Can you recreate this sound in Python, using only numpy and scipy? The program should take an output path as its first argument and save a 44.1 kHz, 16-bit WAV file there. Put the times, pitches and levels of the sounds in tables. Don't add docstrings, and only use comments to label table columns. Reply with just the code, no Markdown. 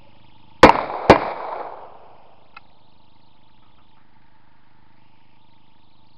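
import sys
import numpy as np
from scipy.fft import rfft, irfft, next_fast_len
from scipy.io import wavfile
from scipy.ndimage import map_coordinates

SR = 44100
rng = np.random.default_rng(int(sys.argv[2]) if len(sys.argv) > 2 else 0)


def output_pcm(signal):
    pcm = np.clip(np.atleast_2d(signal).T, -1, 1) * 32767
    wavfile.write(sys.argv[1], SR, np.round(pcm).astype(np.int16))


N = 272097
T = np.arange(N) / SR

# t/s, level/dB
BREEZE_LEVELS = [(2.7, -65), (3.91, -64.5), (4.08, -67), (4.97, -72), (6.1, -65)]
# f/Hz, level/dB
BREEZE_SPECTRUM = [(8, -4), (20, 0.5), (45, -5), (90, -7.5), (250, -15), (500, -27.5), (2000, -60.5)]
DISTANT_SPECTRUM = [(200, -25.5), (450, -7), (590, -2.5), (730, -4), (1000, -4), (1220, -5), (1450, -20.5),
                    (4000, -45)]
BUZZ_SPECTRUM = [(25, -11.5), (50, -3), (78, -12), (120, 3.5), (170, -2), (220, -3.5), (320, -4),
                 (400, -20), (600, -26.5), (1500, -39.5)]
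HISS_SPECTRUM = [(100, 0), (450, -2.5), (750, 5), (1200, 2.5), (1600, -7.5), (3000, -3), (5000, -8.5),
                 (7000, -40.5)]
# t/s, f/Hz
WHINE_PITCH = [(0, 2758), (0.3, 3100), (2.25, 2630), (2.55, 3356), (3.27, 3880), (3.38, 3190), (3.7, 3270),
               (3.93, 3449), (4.0, 1715), (4.95, 1641), (5.01, 2504), (5.37, 2675), (5.43, 3490),
               (5.73, 3010), (5.82, 3630), (6.17, 3797)]
# t/s, pressure wave/dB, shelter/dB, shelter t60/s, scatter/dB, boom/dB, barrel swing (0 to 1)
SHOTS = [(0.6313, 11, 8.5, .1, -15.5, -7.5, 0), (1.0972, 11.5, 4.5, 0.097, -20.5, -9.5, 0.99)]
# f/Hz, level/dB, t60/s
SHELTER_NOTES = [(208.4, -2, 0.11), (295, 2, 0.14), (332.5, -5, .16), (462, -1.5, 0.11), (614, -4.5, 0.17),
                 (659.4, -3.5, 0.22), (801, -6, 0.22), (846, -5, .18), (953, -3.5, 0.13), (1064, -2.5, .14),
                 (1290, -3.5, .11), (1515, -6, 0.097), (1648, -6.5, .12), (2035, -9, 0.16), (2137, -7, .15),
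                 (2330, -9.5, .15), (2397, -9.5, 0.17), (2795, -14, 0.16), (4590, -15, 0.053)]
# f/Hz, level/dB
RATTLE_SPECTRUM = [(29, -40), (50, -7), (201, -11.5), (309, -1), (525, 3.5), (651, -6), (1020, 3),
                   (1190, -13), (1670, -18), (2190, -12.5), (2940, -30.5), (4440, -20.5), (5400, -35.5),
                   (7020, -64.5), (11900, -120)]
BOOM_SPECTRUM = [(10, -5.5), (25, 2.5), (55, -3.5), (88, -1), (130, -2.5), (190, 1), (280, -9.5),
                 (800, -47)]
SCATTER_SPECTRUM = [(30, -16), (90, -5), (250, 1), (550, 0), (950, -2), (1500, -6.5), (2300, -10.5),
                    (3000, -28), (5000, -27.5)]
# delay/s, level/dB, change at full barrel swing/dB
REFLECTORS = [(.062, 7, -9.5), (0.073, -6, -24), (0.123, -5.5, -6.5), (.156, -7.5, -7.5),
              (.268, -12.5, -5.5), (0.308, -13, -5), (.43, -25, 10), (.517, -26, 11)]
# delay/s, rise/s, hold/s, fall per doubling of the delay/dB, body/dB, treble/dB
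TREE_LINES = [(0.062, 0.035, 0.12, 29, -26, -35), (0.251, 0.042, 0.21, 20, -28, -43)]
# f/Hz, level/dB
SLAP_SPECTRUM = [(60, -25), (250, -11), (600, 0), (950, 6.5), (1500, -9), (2300, -12.5), (3100, -23),
                 (5000, -29.5)]
WOODS_SPECTRUM = [(100, -43), (220, -26.5), (330, -11.5), (430, -3.5), (720, 2), (950, -0.5), (1200, -9),
                  (1600, -19), (2400, -47.5)]
LEAVES_SPECTRUM = [(900, -33), (1350, 2.5), (1600, -1.5), (1850, 1), (2300, 7), (2900, -14), (3800, -4.5),
                   (4700, -11), (5500, -24)]
# t/s, level/dB
CLACK_HITS = [(2.543, -46), (2.5656, -32.5), (2.5682, -30), (2.5711, -29)]
# f/Hz, level/dB, t60/s
CLACK_NOTES = [(824, -1.5, 0.05), (1155, -1, 0.034), (1320, 5.5, 0.043), (1730, -4, 0.044),
               (2130, -3.5, 0.069), (2540, 5.5, 0.027), (4010, -3, 0.018)]
# t/s, level/dB, t60/s
RUSTLES = [(3.358, -54, 0.073), (3.481, -54, 0.064), (3.62, -57, 0.43), (3.78, -56, 0.27),
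           (3.965, -54, 0.18)]
# f/Hz, level/dB
HIT_SPECTRUM = [(300, -35), (650, -9), (1100, -10), (2600, 3.5), (3200, -5), (5200, -4), (7000, -42)]
RUSTLE_SPECTRUM = [(250, -20), (700, -4), (950, -7), (1230, 6), (1600, -11.5), (2300, -7), (3200, -31),
                   (7000, -45)]


def amp(db):
    return 10 ** (np.asarray(db) / 20)


def unit(x):
    return x / np.sqrt(np.mean(x ** 2) + 1e-20)


def shape(spectrum):
    f, db = np.transpose(spectrum)
    return lambda hz: amp(np.interp(np.log(hz + 1), np.log(f + 1), db))


def resonance(hz, centre_hz, width_hz):
    return 1j * hz * width_hz / (centre_hz ** 2 - hz ** 2 + 1j * hz * width_hz)


def curve(rows):
    return np.interp(T, *np.transpose(rows))


def wobble(rate):
    return map_coordinates(rng.standard_normal(int(N * rate / SR) + 4), [T * rate])


def filtered(x, response):
    size = next_fast_len(N + SR // 2)
    return irfft(rfft(x, size) * response(np.fft.rfftfreq(size, 1 / SR)), size)[:N]


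def noise(response):
    return unit(filtered(rng.standard_normal(N), response))


def impulse(spectrum, size=4096):
    cepstrum = irfft(np.log(shape(spectrum)(np.fft.rfftfreq(size, 1 / SR))))
    cepstrum[1:size // 2] *= 2
    cepstrum[size // 2 + 1:] = 0
    pulse = irfft(np.exp(rfft(cepstrum)))
    return pulse / np.abs(pulse).max()


def decay(start, t60, attack):
    age = np.maximum(T - start, 0)
    return (1 - np.exp(-age / attack)) * np.exp(-np.log(1000) * np.minimum(age / t60, 10))


def air():
    rumble = amp(2 + curve(BREEZE_LEVELS) + 2.1 * wobble(5)) * noise(shape(BREEZE_SPECTRUM))
    wash = amp(-71.5 + 1.7 * wobble(7)) * noise(shape(DISTANT_SPECTRUM))
    tone = noise(lambda hz: resonance(hz, centre_hz=565, width_hz=70.5) ** 2)
    return rumble + wash + amp(-60.5) * decay(0, t60=1.2, attack=0.0042) * tone


def buzz(rate_hz=25.76, gap_s=0.0095, thrum_db=-61, ring_db=-63.5):
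    cycle = np.floor((T - 0.0132) * rate_hz)
    ticks = np.diff(cycle, prepend=cycle[0]) * amp(wobble(12))
    pairs = filtered(ticks, lambda hz: 1 + 0.53 * np.exp(-2j * np.pi * hz * gap_s))
    thrum = -unit(np.convolve(pairs, impulse(BUZZ_SPECTRUM))[:N])
    narrow = lambda hz: np.abs(resonance(hz, centre_hz=890, width_hz=100)) ** 2
    ring = unit(unit(filtered(ticks, narrow)) + 1.3 * noise(narrow))
    return amp(thrum_db) * thrum + amp(ring_db) * ring


def whine(steady_hz=2460, swoopy_hz=3310, swoops_per_s=24, tone_db=-65.5):
    centre_hz = curve(WHINE_PITCH)
    depth = np.clip((centre_hz - steady_hz) / (swoopy_hz - steady_hz), 0.3, 1)
    dips = np.cos(np.pi * (swoops_per_s * T + 0.11 * wobble(6.8))) ** 6 * amp(2.3 * wobble(31))
    pitch = centre_hz + depth * (330 * wobble(110) - 1250 * (dips - 0.2))
    pitch += (260 + 220 * (1 - depth)) * wobble(1100)
    phase = 2 * np.pi * np.cumsum(pitch) / SR
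    tone = unit(amp(1.8 * wobble(230)) * (np.sin(phase) + amp(-9) * np.sin(2 * phase)))
    hiss_db = -68 + 0.0002 * (centre_hz - swoopy_hz)
    return amp(tone_db) * tone + amp(hiss_db) * noise(shape(HISS_SPECTRUM))


def shots(push_s=0.0009):
    out = np.zeros(N)
    for start, wave_db, shelter_db, t60, scatter_db, boom_db, _ in SHOTS:
        age = np.maximum(T - start, 0) / push_s
        out += amp(wave_db) * (T > start) * (1 - age) * np.exp(-age)
        out += amp(shelter_db) * decay(start, t60, attack=0.00037) * noise(shape(RATTLE_SPECTRUM))
        out += amp(shelter_db - 12) * ringing(start, SHELTER_NOTES)
        out += amp(boom_db) * decay(start, t60=0.086, attack=0.0011) * noise(shape(BOOM_SPECTRUM))
        crackle = amp(2.8 * wobble(300))
        scatter = unit(crackle * noise(shape(SCATTER_SPECTRUM)))
        out += amp(scatter_db) * decay(start, t60=0.63, attack=0.015) * scatter
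    return out


def ringing(start, notes, drift=0.095, attack=0.00063):
    out, t = np.zeros(N), np.arange(SR // 4) / SR
    for hz, db, t60 in notes:
        phase = rng.random()
        phase += drift * np.interp(t, np.linspace(0, t[-1], 41), np.cumsum(rng.standard_normal(41)))
        fade = amp(db + rng.normal(0, 1) - 60 * t / t60)
        out[round(start * SR):][:len(t)] += fade * np.sin(2 * np.pi * (hz * t + phase))
    return out * (1 - np.exp(-np.maximum(T - start, 0) / attack))


def slaps(bounce_s=0.0019, dull_above_hz=1000):
    out = np.zeros(N)
    for delay, level_db, swing_db in REFLECTORS:
        echoes = np.zeros(N)
        for fired, *_, swing in SHOTS:
            arrival, db = fired + delay, level_db + swing * swing_db
            echoes[round(arrival * SR)] += amp(db - 2)
            via_ground = arrival + bounce_s * rng.uniform(0.8, 1.3)
            echoes[round(via_ground * SR)] += amp(db - 9)
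            smear = decay(arrival, t60=0.021, attack=0.00035) * rng.standard_normal(N)
            echoes += amp(db - 22) * smear
        out += filtered(echoes, lambda hz: amp(-22 * delay * np.log2(np.maximum(hz / dull_above_hz, 1))))
    return np.convolve(out, impulse(SLAP_SPECTRUM + [(7000, -64.5)], size=1024))[:N]


def roll(swing_db=-1.5, air_loss_db_per_s=20.5):
    body_power, treble_power = np.zeros(N), np.zeros(N)
    for fired, *_, swing in SHOTS:
        for delay, rise, hold, fall_db, body_db, treble_db in TREE_LINES:
            age = np.maximum(T - fired - delay, 0)
            doublings = np.log2(np.maximum((T - fired) / (delay + rise + hold), 1))
            swell = np.minimum(age / rise, 1) * amp(swing * swing_db - fall_db * doublings)
            body_power += (swell * amp(body_db)) ** 2
            treble_power += (swell * amp(treble_db - air_loss_db_per_s * age)) ** 2
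    clumps = amp(1.55 * wobble(160))
    body = np.sqrt(body_power) * unit(clumps * noise(shape(WOODS_SPECTRUM)))
    treble = np.sqrt(treble_power) * unit(clumps * noise(shape(LEAVES_SPECTRUM)))
    return body + treble


def clack():
    last_hit = CLACK_HITS[-1][0]
    out = amp(-58) * decay(last_hit, t60=0.22, attack=0.0055) * noise(shape(HIT_SPECTRUM))
    for start, db in CLACK_HITS:
        crack = amp(-1) * decay(start, t60=0.016, attack=0.0001) * noise(shape(HIT_SPECTRUM))
        out += amp(db - 9.5) * (ringing(start, CLACK_NOTES) + crack)
    return out


def rustles():
    return sum(amp(db) * decay(start, t60, attack=0.0038) * noise(shape(RUSTLE_SPECTRUM))
               for start, db, t60 in RUSTLES)


def scene():
    return (air() + buzz() + whine() + shots() + slaps() + roll() + clack() + rustles())[None]


def record(dry, boost_db=4, overload=1.5, input_hz=5280, output_hz=15850, offset=0.008):
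    loudest_so_far = np.maximum.accumulate(np.abs(dry[0])) + 1e-9
    boosted = dry[0] * np.clip(1 / loudest_so_far, 1, amp(boost_db))
    squashed = boosted / (1 + np.abs(boosted / overload) ** 3) ** (1 / 3)
    dulled = filtered(squashed, lambda hz: 1 / np.sqrt(1 + (hz / input_hz) ** 90))
    clipped = dulled / (1 + np.abs(dulled) ** 14) ** (1 / 14)
    return offset + filtered(clipped, lambda hz: 1 / np.sqrt(1 + (hz / output_hz) ** 80))[None]


dry = scene()
out = record(dry)
output_pcm(out)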